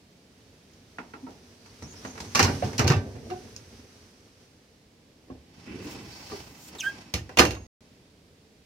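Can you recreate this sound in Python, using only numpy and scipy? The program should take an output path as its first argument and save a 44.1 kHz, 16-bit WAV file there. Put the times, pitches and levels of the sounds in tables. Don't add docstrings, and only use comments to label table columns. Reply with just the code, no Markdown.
import sys
import numpy as np
from scipy import signal
from scipy.fft import rfft, irfft, next_fast_len
from scipy.io import wavfile
from scipy.ndimage import map_coordinates

SR = 44100
rng = np.random.default_rng(int(sys.argv[2]) if len(sys.argv) > 2 else 0)


def dump(signal):
    limited = np.clip(np.atleast_2d(signal).T, -1, 1)
    pcm = np.round(limited * 32767).astype(np.int16)
    wavfile.write(sys.argv[1], SR, pcm)


N = 381465
TOP_HZ = 15850
JUDDER_S = 5.66

# start_s, level_db, hardness_db, hollowness_db
RACK_HITS = [(2.349, -28.5, 9.5, 2), (2.354, -28.5, 8, -1.5), (2.372, -28.5, 2.5, 7),
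             (2.393, -19.5, 11.5, 8.5), (2.4, -21, 0.5, 6.5), (2.427, -26, 6.5, -3), (2.444, -26.5, -2, -2),
             (2.481, -29, -7, 8), (2.54, -46.5, -7.5, 2.5), (2.623, -32.5, -14, 10), (2.644, -44, 6, 0),
             (2.673, -47.5, -0.5, -4), (2.729, -43, -2, -0.5), (2.781, -42, 10, -7.5),
             (2.7915, -21, -2, -1), (2.822, -39, -7.5, 6), (2.843, -30, -11, 0.5), (2.87, -36.5, 2.5, 0),
             (2.877, -31.5, 9.5, -1.5), (2.9, -22.5, -1, 4.5), (2.919, -26.5, -1, 2.5),
             (2.964, -42.5, 0, 0), (3.151, -47, -14, 7), (3.301, -43, 3.5, 6.5)]
# thud_db, knock_db, clack_db, chink_db
RACK_VOICE = (0.87, 0.39, 0.59, -0.78)
# freq_hz, level_db
RACK_COLOUR = [(24, -34.5), (40, -25), (81, -6.5), (127, -5), (189, -11), (422, -13), (542, -23.5),
               (790, -13), (1270, -16.5), (2700, -19), (3300, -30.5), (5720, -22), (8990, -42),
               (14100, -44), (16000, -54.5)]
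# freq_hz, width_hz, lift_db
SPRING_PEAKS = [(810, 30, 5.5), (1010, 50, 1.5), (1540, 27, 8), (2010, 24, 8.5), (2270, 40, 5.5),
                (2620, 93, 8), (3078, 40, 7), (4590, 100, 6), (5090, 100, 1.5), (5430, 84, 7.5),
                (5570, 50, 9.5), (6550, 80, 5.5)]
# freq_hz, correlation (no unit)
ALIKE = [(140, 0.98), (300, 0.92), (550, 0.71), (1200, 0.082), (3000, 0.16), (8000, 0.029)]


def amp(db):
    return 10 ** (np.asarray(db) / 20)


def unit(x):
    return x / np.sqrt(np.mean(x ** 2) + 1e-20)


def onset_rms(x):
    return np.sqrt(np.mean(x[:, :SR // 50] ** 2) + 1e-12)


def along(points, hz):
    f, v = np.transpose(points)
    return np.interp(np.log(hz + 1), np.log(f + 1), v)


def curves(rows):
    s, *cols = np.transpose(rows)
    return [np.interp(np.arange(N) / SR, s, c) for c in cols]


def during(rows, fade):
    t = np.arange(N) / SR
    inside = np.minimum(t - rows[0][0], rows[-1][0] - t)
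    return np.clip(1 + inside / fade, 0, 1)


def wobble(rate, size=N):
    knots = rng.standard_normal(int(size * rate / SR) + 4)
    return map_coordinates(knots, [np.arange(size) * rate / SR])


def swell(s, length):
    return np.exp(-np.minimum((2 * (np.arange(N) / SR - s) / length) ** 2, 50))


def glide(s, hz, octaves_per_s):
    return hz * 2 ** np.clip(octaves_per_s * (np.arange(N) / SR - s), -1, 1)


def filtered(x, response):
    m = next_fast_len(x.shape[-1] + 2048)
    return irfft(rfft(x, m) * response(np.fft.rfftfreq(m, 1 / SR)), m)[..., :x.shape[-1]]


def band(hz, low_hz, high_hz, order=8):
    return ((1 + (low_hz / (hz + 1)) ** order) * (1 + (hz / high_hz) ** order)) ** -.5


def lift(peaks, hz):
    return 1 + sum((amp(db) - 1) / (1 + ((hz - centre) / (.5 * width)) ** 2) for centre, width, db in peaks)


def noise(colour, low_hz, high_hz, size, peaks=()):
    def response(hz):
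        turn = np.arccos(np.clip(along(ALIKE, hz), -1, 1)) / 2
        shape = amp(along(colour, hz)) * lift(peaks, hz) * band(hz, low_hz, high_hz)
        return shape * np.array([np.cos(turn), np.sin(turn)])
    mid, side = filtered(rng.standard_normal((2, size)), response)
    return unit(np.array([mid + side, mid - side]))


def add(track, s, sound):
    part = track[:, round(s * SR):][:, :sound.shape[1]]
    part += sound[:, :part.shape[1]]


def ringing(modes, t):
    hz, db, t60 = np.transpose(modes)
    chance = rng.standard_normal((len(hz), 3))
    spread = np.arccos(np.clip(along(ALIKE, hz), -1, 1)) / 2 * np.sign(chance[:, 0])
    turn = np.exp(1j * (np.pi * chance[:, 1:2] + spread[:, None] * [1, -1]))
    decay = amp((db + 2 * chance[:, 2])[:, None] - 60 * t / t60[:, None])
    waves = decay * np.exp(2j * np.pi * hz[:, None] * t)
    return (turn[:, :, None] * waves[:, None]).imag


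def echoed(x, t60, echo_db):
    # freq_hz, level_db
    echo_colour = [(300, 1.5), (14000, 1.5)]
    t = np.arange(SR // 3) / SR
    tail = noise(echo_colour, 1100, 16000, len(t)) * amp(-60 * t / t60)
    tail = tail / np.linalg.norm(tail[0])
    return x + amp(echo_db) * signal.fftconvolve(np.atleast_2d(x), tail, axes=1)[:, :N]


def register_levels(voice, level_db, hardness_db, hollowness_db):
    tilt = np.linspace(-1, 1, 4)
    middle = np.array([-1, 0, 0, -1])
    return level_db + np.array(voice) + hardness_db * tilt + hollowness_db * middle


def contacts(hits, voice, modes, colour, ring_db, echo_db, blow_length, grit_db):
    # low_hz, high_hz, rise_s, blow_t60_s, echo_t60_s, echo_db, ring_db
    registers = [(54.6, 240, 0.003, 0.12, 0.6, -4, -4), (198, 725, 0.00081, 0.19, 0.46, -8.5, -1),
                 (710, 3000, 0.00029, 0.11, 0.4, -15.5, -0.5), (3140, 37000, 0.0026, 0.01, 0.18, -21, -17)]
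    halving_hardness_db = 22
    grit_rise_s = 0.0099
    mode_lift_db, mode_width_hz = 4.5, 22
    track, t = np.zeros((2, N)), np.arange(SR * 2 // 5) / SR
    mode_hz = np.transpose(modes)[0]
    for s, level_db, hardness_db, hollowness_db in hits:
        levels = register_levels(voice, level_db, hardness_db, hollowness_db)
        length = blow_length * 2 ** (-hardness_db / halving_hardness_db)
        rings = ringing(modes, t)
        grit = unit(amp(grit_db * wobble(450, size=len(t))))
        grit = 1 + (grit - 1) * np.minimum(t / grit_rise_s, 1)
        for db, (low_hz, high_hz, rise, blow_t60, echo_t60, room_db, modes_db) in zip(levels, registers):
            inside = (mode_hz >= low_hz) & (mode_hz < high_hz)
            peaks = [(hz, mode_width_hz, mode_lift_db) for hz in mode_hz[inside]]
            impact = grit * amp(-60 * t / (blow_t60 * length))
            echo = amp(room_db + echo_db - 60 * t / echo_t60)
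            blow = (impact + echo) * noise(colour, low_hz, high_hz, len(t), peaks)
            blow = filtered(blow, lambda hz: band(hz, 38, 2 * high_hz))
            ring = rings[inside].sum(0)
            sound = blow / onset_rms(blow) + amp(ring_db + modes_db) * ring / onset_rms(ring)
            sound = sound * (1 - np.exp(-(t / rise) ** 2))
            add(track, s, amp(db) * sound / onset_rms(sound))
    return track


def rattle(hits, voice, rattle_db, count):
    delay_s, middle_hz, octaves, ping_t60_s = .022, 2288, 1.2, 0.063
    tick_db, tick_growth, tick_t60_s = -4.5, 0.98, 0.0059
    track, t = np.zeros((2, N)), np.arange(SR // 10) / SR
    for s, level_db, hardness_db, hollowness_db in hits:
        *_, clack_db, chink_db = register_levels(voice, level_db, hardness_db, hollowness_db)
        fall = amp(chink_db + tick_db + tick_growth * hardness_db - 60 * t / tick_t60_s)
        add(track, s, fall * noise(RACK_COLOUR, 5400, 15000, len(t)))
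        for wait, pitch, size in rng.standard_normal((count, 3)):
            hz = middle_hz * 2 ** (octaves * np.tanh(pitch))
            ping = (hz, clack_db + rattle_db + 2 * size, ping_t60_s)
            add(track, s + delay_s * abs(wait), ringing([ping], t)[0])
    return track


def sliding(motion, shaking, colour, rumble_db, rumble_growth, scrape_db, rumble_hz, lumpy_db,
            grain_db, grain_rate, peaks=()):
    speed_db, = curves(motion)
    pressure_db = 1.2 * wobble(14)
    rumble = unit(noise(colour, 35, rumble_hz, N) * amp(lumpy_db * wobble(45)))
    scrape = unit(noise(colour, 830, 10000, N, peaks) * amp(grain_db * wobble(grain_rate)))
    rumble_gain = np.hypot(amp(rumble_db + rumble_growth * speed_db), shaking)
    moving = rumble_gain * rumble + amp(scrape_db + speed_db) * scrape
    return during(motion, 1.0) * amp(pressure_db) * moving


def ticking(motion, rate, level_db, scatter_db, middle_hz, octaves, t60):
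    track, t = np.zeros((2, N)), np.arange(SR // 32) / SR
    times, speeds_db = np.transpose(motion)
    s = times[0]
    for wait, size, *pitches in rng.standard_normal((200, 7)):
        s += wait ** 2 / rate
        if s < times[-1]:
            db = level_db + min(np.interp(s, times, speeds_db), 0) + scatter_db * size
            modes = [(min(middle_hz * 2 ** (octaves * p), TOP_HZ), db, t60) for p in pitches]
            add(track, s, ringing(modes, t).sum(0))
    return track


def kitchen():
    # freq_hz, level_db
    room_colour = [(15, -47.5), (25, -16), (92, -5.5), (130, -11), (157, -9.5), (270, -8), (344, -14.5),
                   (451, -12), (695, -20.5), (863, -24), (1370, -27.5), (1650, -26.5), (5000, -26),
                   (8000, -34), (16000, -42.5)]
    level_db, drift_db = -57.6, .6
    return amp(level_db + drift_db * wobble(0.5)) * noise(room_colour, 20, 16000, N)


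def fingers():
    # middle_s, length_s, level_db
    brushes = [(5.85, 0.046, -55), (5.917, 0.056, -51), (6.319, 0.61, -56), (6.642, 0.1, -53),
               (6.687, 0.023, -50.5), (6.839, 0.12, -48)]
    # freq_hz, level_db
    skin = [(3000, -8), (7000, -1.5), (10000, -11), (14500, -5.5)]
    strokes = sum(amp(db) * swell(s, length) for s, length, db in brushes)
    return strokes * noise(skin, 3100, 16000, N)


def clicks():
    # start_s, level_db, t60_s
    taps = [(0.734, -57, .03), (2.203, -41.5, 0.017), (2.844, -29.5, 0.0097), (3.5635, -28.5, 0.0071)]
    # freq_hz, level_db
    click_colour = [(1500, -11.5), (3600, -11.5), (4500, 0), (6500, 1.5), (8000, -24.5), (15000, -22)]
    track, t = np.zeros((2, N)), np.arange(SR // 20) / SR
    for s, db, t60 in taps:
        add(track, s, amp(db - 60 * t / t60) * noise(click_colour, 1200, 15500, len(t)))
    return echoed(track, t60=.11, echo_db=-4.5)


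def twangs():
    # start_s, pitch_hz, level_db, rise_s, t60_s
    plucks = [(0.985, 1400, -36, 0.0012, .07), (1.138, 1363, -39, 0.00092, .08),
              (1.266, 1325, -44.5, .002, .1), (1.266, 920, -41, .002, 0.11), (1.225, 257, -29, 0.026, 0.17),
              (2.351, 1132, -11.5, 0.00087, 0.052), (2.4, 807, -27, .002, 0.13),
              (2.405, 91.3, -17, .008, 0.39), (2.623, 718, -22.5, 0.0012, 0.085),
              (2.623, 550, -19.5, 0.0021, 0.049), (2.626, 292, -32, .002, 0.14),
              (2.869, 4460, -22.5, .001, 0.044), (2.9, 1790, -33, .003, 0.27),
              (2.9, 134.5, -10.5, .002, 0.11), (2.96, 98, -11.5, 0.0052, 0.122),
              (3.3, 1260, -42, .002, .09), (3.302, 358, -24.5, 0.012, 0.21), (3.308, 728, -27, 0.013, 0.22),
              (3.31, 1475, -50.5, 0.012, 0.35), (5.301, 258, -34, 0.0011, 0.19),
              (5.3, 356, -38, 0.0018, .13), (5.301, 740, -39, 0.00081, 0.047),
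              (5.302, 1090, -42.5, 0.0011, 0.053), (6.318, 1174, -36, .002, 0.1),
              (6.325, 399.4, -34.5, 0.0043, 0.18), (7.372, 2820, -16.5, 0.00055, 0.071),
              (7.391, 1223, -17, 0.0017, 0.15), (7.411, 488, -20.5, .004, 0.21),
              (7.397, 778, -19, .003, .16), (7.4, 6520, -41, .003, 0.77)]
    track, t = np.zeros((2, N)), np.arange(SR // 2) / SR
    for s, hz, db, rise, t60 in plucks:
        planes = [(hz, db, t60), (hz + 22, db - 5.5, t60)]
        add(track, s, ringing(planes, t).sum(0) * (1 - np.exp(-t / rise)))
    return track


def hinge():
    # time_s, pitch_hz, level_db, octave_db, roughness (0-1)
    chirp = [(6.786, 3860, -44, -4, 0.5), (6.797, 3480, -35, -14, 0.36), (6.803, 3250, -38.5, 7.5, 0.65),
             (6.81, 3030, -33.5, 2, 0.7), (6.816, 2610, -33.5, -9.5, .6), (6.838, 2470, -43.5, -16.5, 0.5)]
    # time_s, pitch_hz, level_db, octave_db, roughness (0-1)
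    note = [(6.829, 1570, -46, -12, .2), (6.84, 1545, -31, -11, .25), (6.859, 1542, -29, -11, .2),
            (6.87, 1610, -20.5, -20, .05), (6.882, 1610, -22, -17, .05), (6.893, 1612, -30, -14, 0),
            (6.902, 1615, -31, -20, 0), (6.925, 1626, -50, -10, .1)]
    third_db, fall_db, fade_hz = -13, -4, 9900
    tone, t = np.zeros(N), np.arange(N) / SR
    for squeak in (chirp, note):
        gate = during(squeak, .003)
        on = gate > 0
        size = int(on.sum())
        hz, db, octave_db, rough = [column[on] for column in curves(squeak)]
        jitter = .085 * rough * wobble(1500, size=size) + .002 * wobble(500, size=size)
        pitch_hz = hz * (1 + jitter)
        phase = 2 * np.pi * np.cumsum(pitch_hz) / SR
        upper = np.zeros(size)
        for k in range(3, 10):
            audible = band(k * pitch_hz, 1, fade_hz) * (k * pitch_hz < TOP_HZ)
            upper += amp(third_db + fall_db * (k - 3)) * np.sin(k * phase) * audible
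        flutter = 1 + 0.98 * rough * np.sin(2 * np.pi * 270 * t[on])
        flutter = flutter * amp(2.5 * rough * wobble(500, size=size))
        partials = np.sin(phase) + amp(octave_db) * (np.sin(2 * phase) + upper)
        tone[on] += partials * flutter * amp(db) * gate[on]
    return echoed(tone, t60=.28, echo_db=-17)


def judder():
    attack_s, hold_s, t60_s, level_db = 0.016, 0.3, 0.59, -39.5
    t = np.arange(N) / SR - JUDDER_S
    return np.clip(t / attack_s, 0, 1) * amp(level_db - 60 * np.maximum(t - hold_s, 0) / t60_s)


def coils():
    # middle_s, length_s, level_db
    rubs = [(6.15, 0.15, -50), (6.333, 0.17, -48)]
    # freq_hz, level_db
    rub_colour = [(3600, -8), (4400, 1), (5600, -3.5), (6100, -7), (7500, -16)]
    # freq_hz, level_db
    coil_colour = [(1500, -12), (2000, -10), (2300, -9), (2680, -10), (2950, -12), (3600, -22)]
    scrape_db, fade_db_per_s = -10, -36
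    since = np.maximum(np.arange(N) / SR - JUDDER_S, 0)
    scrape = judder() * amp(scrape_db + fade_db_per_s * since + 1.4 * wobble(90))
    scrape = scrape * noise(coil_colour, 810, 3900, N, SPRING_PEAKS)
    strokes = sum(amp(db) * swell(s, length) for s, length, db in rubs)
    return scrape + strokes * amp(1.8 * wobble(64)) * noise(rub_colour, 3500, 8000, N, SPRING_PEAKS)


def door():
    # start_s, level_db, hardness_db, hollowness_db
    door_hits = [(5.283, -60, -13, 17), (5.3, -50, -16, 10), (6.3, -46, 2, 7), (6.319, -41, -8.5, 11.5),
                 (6.401, -62.5, 2, -11), (6.75, -44, 3, 6), (7.138, -33, 0, -9), (7.292, -41.5, 2.5, 12),
                 (7.372, -23, 4.5, 5.5), (7.386, -21, 2.5, -2.5), (7.392, -14, 5, 2.5),
                 (7.399, -16.5, 0, 6), (7.424, -23.5, -7.5, 8.5), (7.451, -27, 5.5, 5),
                 (7.507, -41.5, 4.5, -3.5), (7.549, -44, 0, 2.5)]
    # thud_db, knock_db, clack_db, chink_db
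    door_voice = (-1.2, 0.47, -2.1, 0.11)
    # freq_hz, level_db, t60_s
    door_modes = [(92.4, -5, 0.26), (112.6, -2.5, 0.34), (278, -7, 0.29), (315, -5.5, 0.31),
                  (357, 2.5, 0.35), (438, -8, 0.32), (492, 2, 0.24), (607, -10, 0.13), (770, -5, 0.23),
                  (996, -13, 0.18), (1206, -6, 0.16), (1410, -15, 0.25), (1584, -9.5, 0.13),
                  (1804, -15.5, 0.24), (2250, -13.5, 0.18), (2430, -15, 0.27), (2720, -12, 0.35),
                  (2830, -17.5, .24), (3110, -14.5, 0.1), (3770, -24, 0.14), (4300, -15.5, 0.15),
                  (5100, -18, 0.12)]
    # freq_hz, level_db
    door_colour = [(40, -0.5), (70, 5), (124, -4), (185, -4.5), (354, -4), (556, -7.5), (770, -4),
                   (1240, -9), (1900, -9), (2800, -16.5), (3600, -27.5), (6300, -25), (7700, -37),
                   (14000, -42.5), (15500, -53.5)]
    # time_s, speed_db
    swing = [(5.42, -25), (5.64, -9), (5.79, -7), (5.88, 0.5), (6.03, -4.5), (6.33, -3.5), (6.6, -10.5),
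             (6.92, -6), (7.3, -15)]
    # freq_hz, level_db
    swing_colour = [(21, -47), (35, -14), (77, 0.5), (195, -1.5), (258, -1.5), (370, -3.5), (503, -4.5),
                    (1400, -22), (2660, -22), (3620, -24), (5180, -21.5), (8430, -33), (14800, -32.5),
                    (16000, -43)]
    rubbing = sliding(swing, amp(-2.0) * judder(), swing_colour, rumble_db=-47.5, rumble_growth=0.57,
                      scrape_db=-45.0, rumble_hz=384, lumpy_db=3.0, grain_db=1.5, grain_rate=87,
                      peaks=SPRING_PEAKS)
    groan = amp(-7.0) * judder() * noise(swing_colour, 310, 340, N)
    knocks = contacts(door_hits, door_voice, door_modes, door_colour,
                      ring_db=-5.0, echo_db=-3.0, blow_length=1.03, grit_db=2.0)
    clips = rattle(door_hits, door_voice, rattle_db=-5.5, count=3)
    slips = ticking(swing, rate=45, level_db=-54, scatter_db=4, middle_hz=3332, octaves=0.82, t60=.014)
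    return rubbing + slips + groan + coils() + amp(-4.0) * knocks + amp(0.5) * clips


def shudder():
    shake_db, t60_s = -19, 2.26
    t, power = np.arange(N) / SR, np.zeros(N)
    for s, *strike in RACK_HITS:
        thud_db = register_levels(RACK_VOICE, *strike)[0]
        after = t > s
        power[after] += amp(thud_db + shake_db - 60 * (t[after] - s) / t60_s) ** 2
    return np.sqrt(power)


def singing(strokes, flutter_rate, chatter_db):
    carrier = np.zeros(N, complex)
    for s, length, hz, slope, db in strokes:
        phase = 2 * np.pi * np.cumsum(glide(s, hz, slope)) / SR
        carrier += amp(db) * swell(s, length) * np.exp(1j * phase)
    channels = np.array([wobble(flutter_rate) + 1j * wobble(flutter_rate) for _ in range(2)])
    return (carrier * channels).real * unit(amp(chatter_db * wobble(64)))


def wheels():
    # time_s, speed_db
    roll = [(0.75, -21), (1.2, -18.5), (1.65, -17.5), (2.0, -7.5), (2.3, -7.5), (2.5, 2), (3.0, -14),
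            (3.65, -12), (3.92, -15)]
    # freq_hz, level_db
    roll_colour = [(21, -47), (35, -16.5), (103, -2.5), (167, -19.5), (233, -7), (301, -15.5), (410, -11.5),
                   (543, -19), (979, -23.5), (1370, -24.5), (3620, -26.5), (6000, -21.5), (7050, -32.5),
                   (16000, -31)]
    # start_s, level_db, hardness_db, hollowness_db
    wheel_hits = [(0.984, -40, 4.5, 20), (1.136, -46.5, -2, 13), (1.266, -52, -17.5, 22),
                  (1.304, -64, -5, -9), (1.659, -59, 4.5, 1), (1.822, -48.5, -5.5, -5.5),
                  (1.939, -57, -3, 2.5), (2.049, -40, -2, 4), (2.154, -51, -3, 3), (2.177, -46.5, 3.5, 5),
                  (2.202, -46, 1, -7), (2.247, -55, 7.5, 1)]
    # thud_db, knock_db, clack_db, chink_db
    wheel_voice = (0, 3.5, 4, 0)
    # freq_hz, level_db, t60_s
    wheel_modes = [(258.3, -7.5, 0.53), (439, 0, 0.14), (770, -74, 0.05), (930, -32.5, 0.048),
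                   (1348, 1, 0.049), (1916, 3.5, 0.035), (2234, -5, 0.055), (2640, -5.5, 0.083)]
    # freq_hz, level_db
    wheel_colour = [(35, -37), (60, -6.5), (274, -3), (540, -13), (946, -2), (1090, -7), (1340, -7),
                    (1740, -11.5), (2140, -12.5), (3670, -19), (4030, -14.5), (6140, -14.5), (7570, -21.5),
                    (14200, -36), (16000, -45)]
    # middle_s, length_s, pitch_hz, glide_octaves_per_s, level_db
    axle = [(1.6, .06, 4500, 0, -70), (1.68, 0.079, 4600, -0.1, -68), (1.85, .05, 5760, 0.63, -57),
            (1.905, 0.078, 6530, 0.93, -57.5), (1.985, 0.07, 5340, -0.12, -61), (2.1, .13, 6280, 0.2, -59),
            (2.29, 0.21, 6260, 0, -63)]
    rolling = sliding(roll, shudder(), roll_colour, rumble_db=-42, rumble_growth=1.0, scrape_db=-43.5,
                      rumble_hz=743, lumpy_db=2.5, grain_db=0.5, grain_rate=110)
    knocks = contacts(wheel_hits, wheel_voice, wheel_modes, wheel_colour,
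                      ring_db=-5, echo_db=4.5, blow_length=1.0, grit_db=0.0)
    tines = ticking(roll, rate=72, level_db=-57, scatter_db=2.5, middle_hz=4480, octaves=0.38, t60=0.011)
    axles = singing(axle, flutter_rate=900, chatter_db=3)
    return rolling + tines + amp(-3.5) * knocks + amp(7.5) * axles


def wires(count):
    low_hz, octaves, level_db, t60_s = 1298, 2.2, -19.5, 0.23
    track, t = np.zeros((2, N)), np.arange(SR // 4) / SR
    for s, *strike in RACK_HITS:
        *_, clack_db, chink_db = register_levels(RACK_VOICE, *strike)
        pitches_hz = low_hz * 2 ** (octaves * rng.random(count))
        struck = [(hz, clack_db + level_db, t60_s) for hz in pitches_hz]
        add(track, s, ringing(struck, t).sum(0))
    return track


def rack():
    # freq_hz, level_db, t60_s
    rack_modes = [(94.3, -1, 0.69), (131, -2.5, 0.22), (269.2, -9.5, 0.55), (391.6, -13, 0.085),
                  (487.6, -2.5, 0.12), (582, -13.5, 0.29), (749, -10, 0.34), (814, -14.5, 0.37),
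                  (940, -6, 0.24), (1171, -10.5, 0.31), (1550, -10, 0.4), (1780, -6.5, 0.15),
                  (2370, -18, 0.26), (2800, -10.5, 0.22), (3030, -14, 0.31), (4260, -13.5, 0.19),
                  (4880, -20, 0.18), (5540, -24, 0.11), (6400, -25, 0.18)]
    blows = contacts(RACK_HITS, RACK_VOICE, rack_modes, RACK_COLOUR,
                     ring_db=-4.5, echo_db=3, blow_length=1.34, grit_db=4.0)
    loose = rattle(RACK_HITS, RACK_VOICE, rattle_db=-3.5, count=3)
    return amp(-5.0) * blows + wires(count=12) + amp(-3.0) * loose


def scene():
    # freq_hz, left_minus_right_db
    balance = [(100, -1.2), (500, -0.85), (1200, -2.5), (2300, -7), (4000, -0.5), (12000, -0.9)]
    machine = amp(0.05) * (wheels() + rack() + door())
    mix = machine + clicks() + twangs() + hinge() + fingers() + kitchen()
    return filtered(mix, lambda hz: amp(along(balance, hz) * np.array([[.5], [-.5]])))


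def record(dry):
    # start_s, end_s
    dropout = (7.668, 7.807)
    t = np.arange(N) / SR
    live = (t < dropout[0]) | (t > dropout[1])
    heard = signal.sosfilt(signal.butter(2, 42, "high", fs=SR, output="sos"), dry)
    return filtered(np.clip(heard, -1, 1) * live, lambda hz: hz < TOP_HZ)


dry = scene()
out = record(dry)
dump(out)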